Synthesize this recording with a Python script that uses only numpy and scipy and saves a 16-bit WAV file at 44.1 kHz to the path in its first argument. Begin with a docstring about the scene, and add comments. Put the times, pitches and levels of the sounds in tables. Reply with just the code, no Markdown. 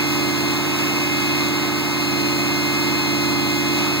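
"""An idling V8 engine

Heard from just above the open engine bay, the uneven firing makes a low drone and the valves clatter
in step. The belt turns a whining alternator and a fan, whose rush of air fills the bay over a light hiss.
The recorder widens the treble with a comb: left and right channels swing between in step and opposed."""
import sys
import numpy as np
from scipy.fft import rfft, irfft, next_fast_len
from scipy.io import wavfile
from scipy.ndimage import map_coordinates

SR = 44100
rng = np.random.default_rng(int(sys.argv[2]) if len(sys.argv) > 2 else 0)


def unload_audio(sound):
    """Save the sound as a 16-bit wav file, at the path given as the first command line argument."""
    columns = np.transpose(np.atleast_2d(sound))
    # keep every value between -1 and 1, then stretch to whole-number steps
    steps = np.round(np.clip(columns, -1, 1) * 32767)
    wavfile.write(sys.argv[1], SR, steps.astype(np.int16))


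N = 176400  # 4 seconds
CYLINDERS = 8  # each fires once per engine cycle


def amp(db):
    """Turn decibels into a gain."""
    return 10 ** (np.asarray(db) / 20)


def unit(x):
    """Scale a signal to an average power of 1."""
    return x / np.sqrt(np.mean(x ** 2) + 1e-20)


def along(points, hz):
    """Read between (Hz, value) points on a log frequency axis."""
    freqs, values = np.transpose(points)
    return np.interp(np.log(hz + 1), np.log(freqs + 1), values)


def curve(rows):
    """Join (seconds, value) points, giving one value per sample."""
    return np.interp(np.arange(N) / SR, *np.transpose(rows))


def swell(rows):
    """A gain that follows a dB curve's rise and fall around its own average."""
    db = curve(rows)
    return amp(db - db.mean())


def wobble(rate):
    """A smooth curve through `rate` random values a second."""
    knots = rng.standard_normal(int(N * rate / SR) + 4)
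    return map_coordinates(knots, [np.arange(N) * rate / SR], mode="mirror")


def filtered(x, response):
    """Scale and shift each frequency of x by response(hz)."""
    size = next_fast_len(N + SR // 2)
    return irfft(rfft(x, size) * response(np.fft.rfftfreq(size, 1 / SR)), size)[..., :N]


def tone(turns, flutter_db, jitter_rad, rate):
    """One tone, slightly unsteady in level and phase."""
    return unit(amp(flutter_db * wobble(rate)) * np.sin(2 * np.pi * turns + jitter_rad * wobble(rate)))


def tones(table, turns, flutter_db, jitter_rad, rate):
    """Stereo tones at multiples of one rate, offset in phase so that each pulse is smeared in time."""
    smear_turns = 0.203
    return sum(amp([[left], [right]]) * tone(k * turns + smear_turns * k ** 2, flutter_db, jitter_rad, rate)
               for k, left, right in table)


# How far the channels are out of step below the treble. 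Each row: frequency in Hz, left's lead in radians.
LEFT_LEAD = [(40, 1.7), (100, 1.35), (400, 1.15), (600, -.9), (850, -.15), (1378, 0)]
COMB_HZ = 2756  # the stereo-widening comb starts at half this frequency and repeats every COMB_HZ


def stereo_phase(hz):
    """The left channel's lead in radians: a gentle curve in the bass, the comb's half-turn steps above."""
    dwell = 0.97  # near 1, the steps are flat
    ramp = np.maximum(2 * np.pi * hz / COMB_HZ - np.pi, 0)
    return along(LEFT_LEAD, hz) + ramp - dwell * np.sin(2 * ramp) / 2


# Wide noise that differs between left and right channels.
# Each row: frequency in Hz, its greatest level in dB against the centre noise.
DIFFUSE_NOISE = [(60, -10), (250, -6.5), (520, -4), (900, -14), (1400, -13), (1800, 4), (2100, 6),
                 (3600, 3.5), (4800, 6), (15000, -15)]


def air_noise(spectrum):
    """Centre noise plus wide, diffuse noise, strongest between the steps of the stereo-widening comb."""
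    def wide_gain(hz):
        between_steps = np.where(hz < COMB_HZ / 2, 1, np.abs(np.sin(stereo_phase(hz))))
        return amp(along(DIFFUSE_NOISE, hz)) * between_steps

    pair = rng.standard_normal(N) + filtered(rng.standard_normal((2, N)), wide_gain)
    return filtered(pair, lambda hz: amp(along(spectrum, hz)) * np.sqrt(SR / 2 / (1 + wide_gain(hz) ** 2)))


# The tone colour of the hiss. Each row: frequency in Hz, level in dB per Hz.
HISS_SPECTRUM = [(500, -120), (2000, -94), (3100, -75), (3700, -67.5), (4400, -67.5), (5100, -69),
                 (5900, -68), (7000, -72), (8400, -73), (9800, -78), (11600, -83.5), (13000, -75),
                 (14400, -73.5), (16000, -75.5)]
# How the hiss rises and falls. Each row: time in seconds, relative level in dB.
HISS_SWELL = [(0, -35), (0.13, -33.5), (0.3, -34.5), (0.75, -34), (0.85, -33.5), (0.92, -34), (0.99, -34),
              (1.1, -35.5), (1.22, -33), (1.32, -35), (1.41, -33.5), (1.52, -35), (2.7, -34.5),
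              (2.9, -34.5), (3.1, -34), (3.72, -35), (3.82, -33.5), (3.9, -35)]


def hiss(cycles):
    """The belt and intake hiss, pulsing lightly as each cylinder draws in air."""
    pulsing = 1 + 0.048 * np.cos(2 * np.pi * cycles * CYLINDERS)
    flutter = amp(0.5 * wobble(rate=25.08))
    return flutter * swell(HISS_SWELL) * pulsing * air_noise(HISS_SPECTRUM)


# The tone colour of the fan's rushing air. Each row: frequency in Hz, relative level in dB.
RUSH_SPECTRUM = [(20, -93), (45, -85.5), (75, -86), (110, -65), (150, -72), (200, -57.5), (250, -63),
                 (320, -65), (420, -61), (540, -71), (760, -62.5), (950, -61), (1200, -60.5), (1380, -64.5),
                 (1600, -66.5), (1950, -66.5), (2400, -61.5), (2700, -57.5), (3200, -71), (4000, -71),
                 (8000, -120)]
# Which side the rush leans to. Each row: frequency in Hz, left minus right in dB.
RUSH_BALANCE = [(60, 2), (150, 1), (280, 4), (480, 4.5), (750, 1), (1500, 1), (1700, -5.5), (1920, -11.5),
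                (2100, -2), (4000, 4.5)]
# How the rush and the valve clatter rise and fall. Each row: time in seconds, relative level in dB.
BAY_SWELL = [(0, -27), (0.08, -30), (0.16, -29), (0.33, -29.5), (0.72, -28.5), (0.84, -27), (0.92, -28.5),
             (1.3, -29), (1.4, -27), (1.5, -29.5), (1.61, -28.5), (1.7, -29.5), (2.43, -29.5), (2.5, -28.5),
             (2.6, -30), (2.8, -29.5), (2.92, -28.5), (3.05, -30), (3.55, -30.5), (3.7, -30), (3.82, -26.5),
             (3.9, -28.6)]
# The hum of the blades. Each row: multiple of the blade rate, left level in dB, right level in dB.
BLADE_TONES = [(6, -49, -58), (7, -64, -48), (9, -38.5, -42.5), (10, -42.5, -48), (11, -41.5, -40),
               (13, -42, -43)]


def fan(cycles):
    """The blades hum over a rush of air that pulses with the blades and the firings."""
    blades = cycles * 6.552  # blade passes per engine cycle
    blade_pulse = (np.cos(2 * np.pi * blades) + np.cos(2 * np.pi * 2 * blades)) / 2
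    firing_pulse = np.cos(2 * np.pi * cycles * CYLINDERS)
    pulsing = unit(1 + 0.19 * blade_pulse + 0.086 * firing_pulse)
    air = air_noise(RUSH_SPECTRUM)
    air = filtered(air, lambda hz: amp(np.outer([.5, -.5], along(RUSH_BALANCE, hz))))
    low = filtered(air, lambda hz: 1 / (1 + (hz / 550) ** 6))
    rush = low + pulsing * (air - low)  # only the part above about 550 Hz pulses
    hum = tones(BLADE_TONES, blades, flutter_db=0.9, jitter_rad=0.23, rate=12)
    return amp(-0.5) * swell(BAY_SWELL) * rush + hum


# The whine's tones. Each row: multiple of the alternator's pitch, left and right relative levels in dB.
WHINE_TONES = [(2, -43.5, -43.5), (4, -68, -40.5), (5, -34, -32.5), (6, -31.5, -31.5), (7, -48.5, -47.5),
               (8, -40.5, -47.5), (9, -49.5, -41), (11, -54, -47.5), (12, -47.5, -46.5), (13, -46.5, -46)]
# How the whine rises and falls. Each row: time in seconds, relative level in dB.
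WHINE_SWELL = [(0, -35), (0.33, -35.5), (0.7, -35), (1.25, -33.5), (1.8, -36), (2.3, -35.5), (2.8, -34),
               (3.3, -35), (3.8, -33), (4, -35)]
# How one shrill tone comes and goes. Each row: time in seconds, relative level in dB.
SHRILL_LEVEL = [(0, -40.5), (0.2, -37), (0.58, -37), (0.65, -43), (0.73, -45.5), (0.8, -44), (0.97, -39),
                (1.05, -43), (1.2, -38.3), (1.42, -35.5), (1.5, -39), (1.68, -39), (1.89, -41),
                (1.97, -37.5), (2.15, -34.5), (2.6, -35.5), (2.68, -37), (2.76, -36.5), (3.0, -33.8),
                (3.1, -34.5), (3.45, -34.5), (3.63, -38), (3.75, -37), (3.88, -37), (4, -35.5)]


def alternator(turns):
    """The alternator's whine flutters with the belt, and each of its tones wanders in level."""
    swaying = turns + 0.0035 * wobble(rate=35)  # the belt sways the pulley
    whine = 0
    for row in WHINE_TONES:
        drift = amp(1.5 + 1.3 * wobble(rate=3.08))
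        whine += drift * tones([row], swaying, flutter_db=1.36, jitter_rad=0.14, rate=45)
    shrill = tone(10 * swaying, flutter_db=1, jitter_rad=0.27, rate=45)
    return swell(WHINE_SWELL) * whine + amp(curve(SHRILL_LEVEL) + 2) * shrill


# The tone colour of the valve taps. Each row: frequency in Hz, relative level in dB.
TAP_SPECTRUM = [(200, -43), (380, -23), (500, -12), (650, 0), (780, -1.5), (950, -6.5), (1300, -6),
                (2000, -17), (5000, -18.5), (12000, -38)]


def valve_clatter(cycles):
    """One tap per cylinder, each with its own strength and ring, repeats every cycle with fresh grit."""
    level_db, spread_db, decay_s = -38, 3, 0.0041
    cycle_samples = int(N / cycles[-1])
    firings = cycles * CYLINDERS
    since_tap_s = firings % 1 * cycle_samples / SR / CYLINDERS
    strength = amp(spread_db * rng.standard_normal(CYLINDERS))[firings.astype(int) % CYLINDERS]
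    ring = map_coordinates(rng.standard_normal(cycle_samples), [cycles % 1 * cycle_samples], mode="wrap")
    grit = 0.59 * rng.standard_normal(N)
    taps = strength * np.exp(-since_tap_s / decay_s) * (ring + grit)
    clatter = filtered(taps, lambda hz: amp(along(TAP_SPECTRUM, hz)))
    return amp(level_db) * swell(BAY_SWELL) * unit(clatter)


# The drone's tones. Each row: multiple of the engine's cycle rate, left and right relative levels in dB.
FIRING_TONES = [(5, -58, -41), (6, -49, -47), (7, -54, -42), (8, -46, -31.5), (9, -64, -53),
                (10, -55.5, -43), (12, -44.5, -35), (13, -49, -39.5), (14, -41, -42), (15, -45, -38.5),
                (16, -32.5, -30), (17, -30.5, -27), (18, -39.5, -38), (20, -34.5, -28), (24, -43.5, -50),
                (26, -49.5, -57), (32, -42, -53.5), (34, -44.5, -48.5), (39, -44, -53), (40, -51, -46),
                (51, -43.5, -45)]
# How the drone rises and falls. 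Each row: time in seconds, relative level in dB.
DRONE_SWELL = [(0, -26), (0.2, -24.5), (0.45, -25), (0.75, -26.5), (0.85, -25.5), (0.9, -26.5), (0.98, -26),
               (1.06, -26), (1.2, -26), (1.4, -25), (1.92, -26.7), (2.15, -24.5), (2.4, -24.7),
               (2.82, -25.5), (2.9, -24), (3.04, -26), (3.12, -24), (3.3, -24), (3.6, -25), (3.82, -24),
               (3.9, -25.5)]


def firing_drone(cycles):
    """Unequal firings, smeared by the exhaust, make tones that beat together into a loping idle."""
    drone = tones(FIRING_TONES, cycles, flutter_db=0.56, jitter_rad=0.047, rate=14)
    return amp(0.02) * swell(DRONE_SWELL) * drone


# The alternator's pitch, which follows the idle speed. Each row: time in seconds, pitch in Hz.
ALTERNATOR_PITCH = [(0, 422.1), (.2, 420.7), (.43, 420.2), (.65, 424.1), (.8, 425.3), (1.03, 423.0),
                    (1.3, 422.2), (1.6, 422.5), (1.88, 423.6), (2.22, 419.1), (2.47, 421.0), (2.8, 422.1),
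                    (3.0, 421.6), (3.27, 418.3), (3.45, 418.7), (3.72, 420.7), (3.91, 424.2), (4, 423.5)]


def scene():
    """One shaft speed drives every part."""
    turns = np.cumsum(curve(ALTERNATOR_PITCH)) / SR  # waves of that pitch so far
    cycles = turns / 23.685  # four-stroke engine cycles so far
    return firing_drone(cycles) + valve_clatter(cycles) + alternator(turns) + fan(cycles) + hiss(cycles)


def record(dry):
    """The recorder widens the sound by shifting the channels out of step, and cuts the highest treble."""
    top_hz = 15760
    return filtered(dry, lambda hz: np.exp(1j * np.outer([.5, -.5], stereo_phase(hz))) * (hz < top_hz))


dry = scene()
out = record(dry)
unload_audio(out)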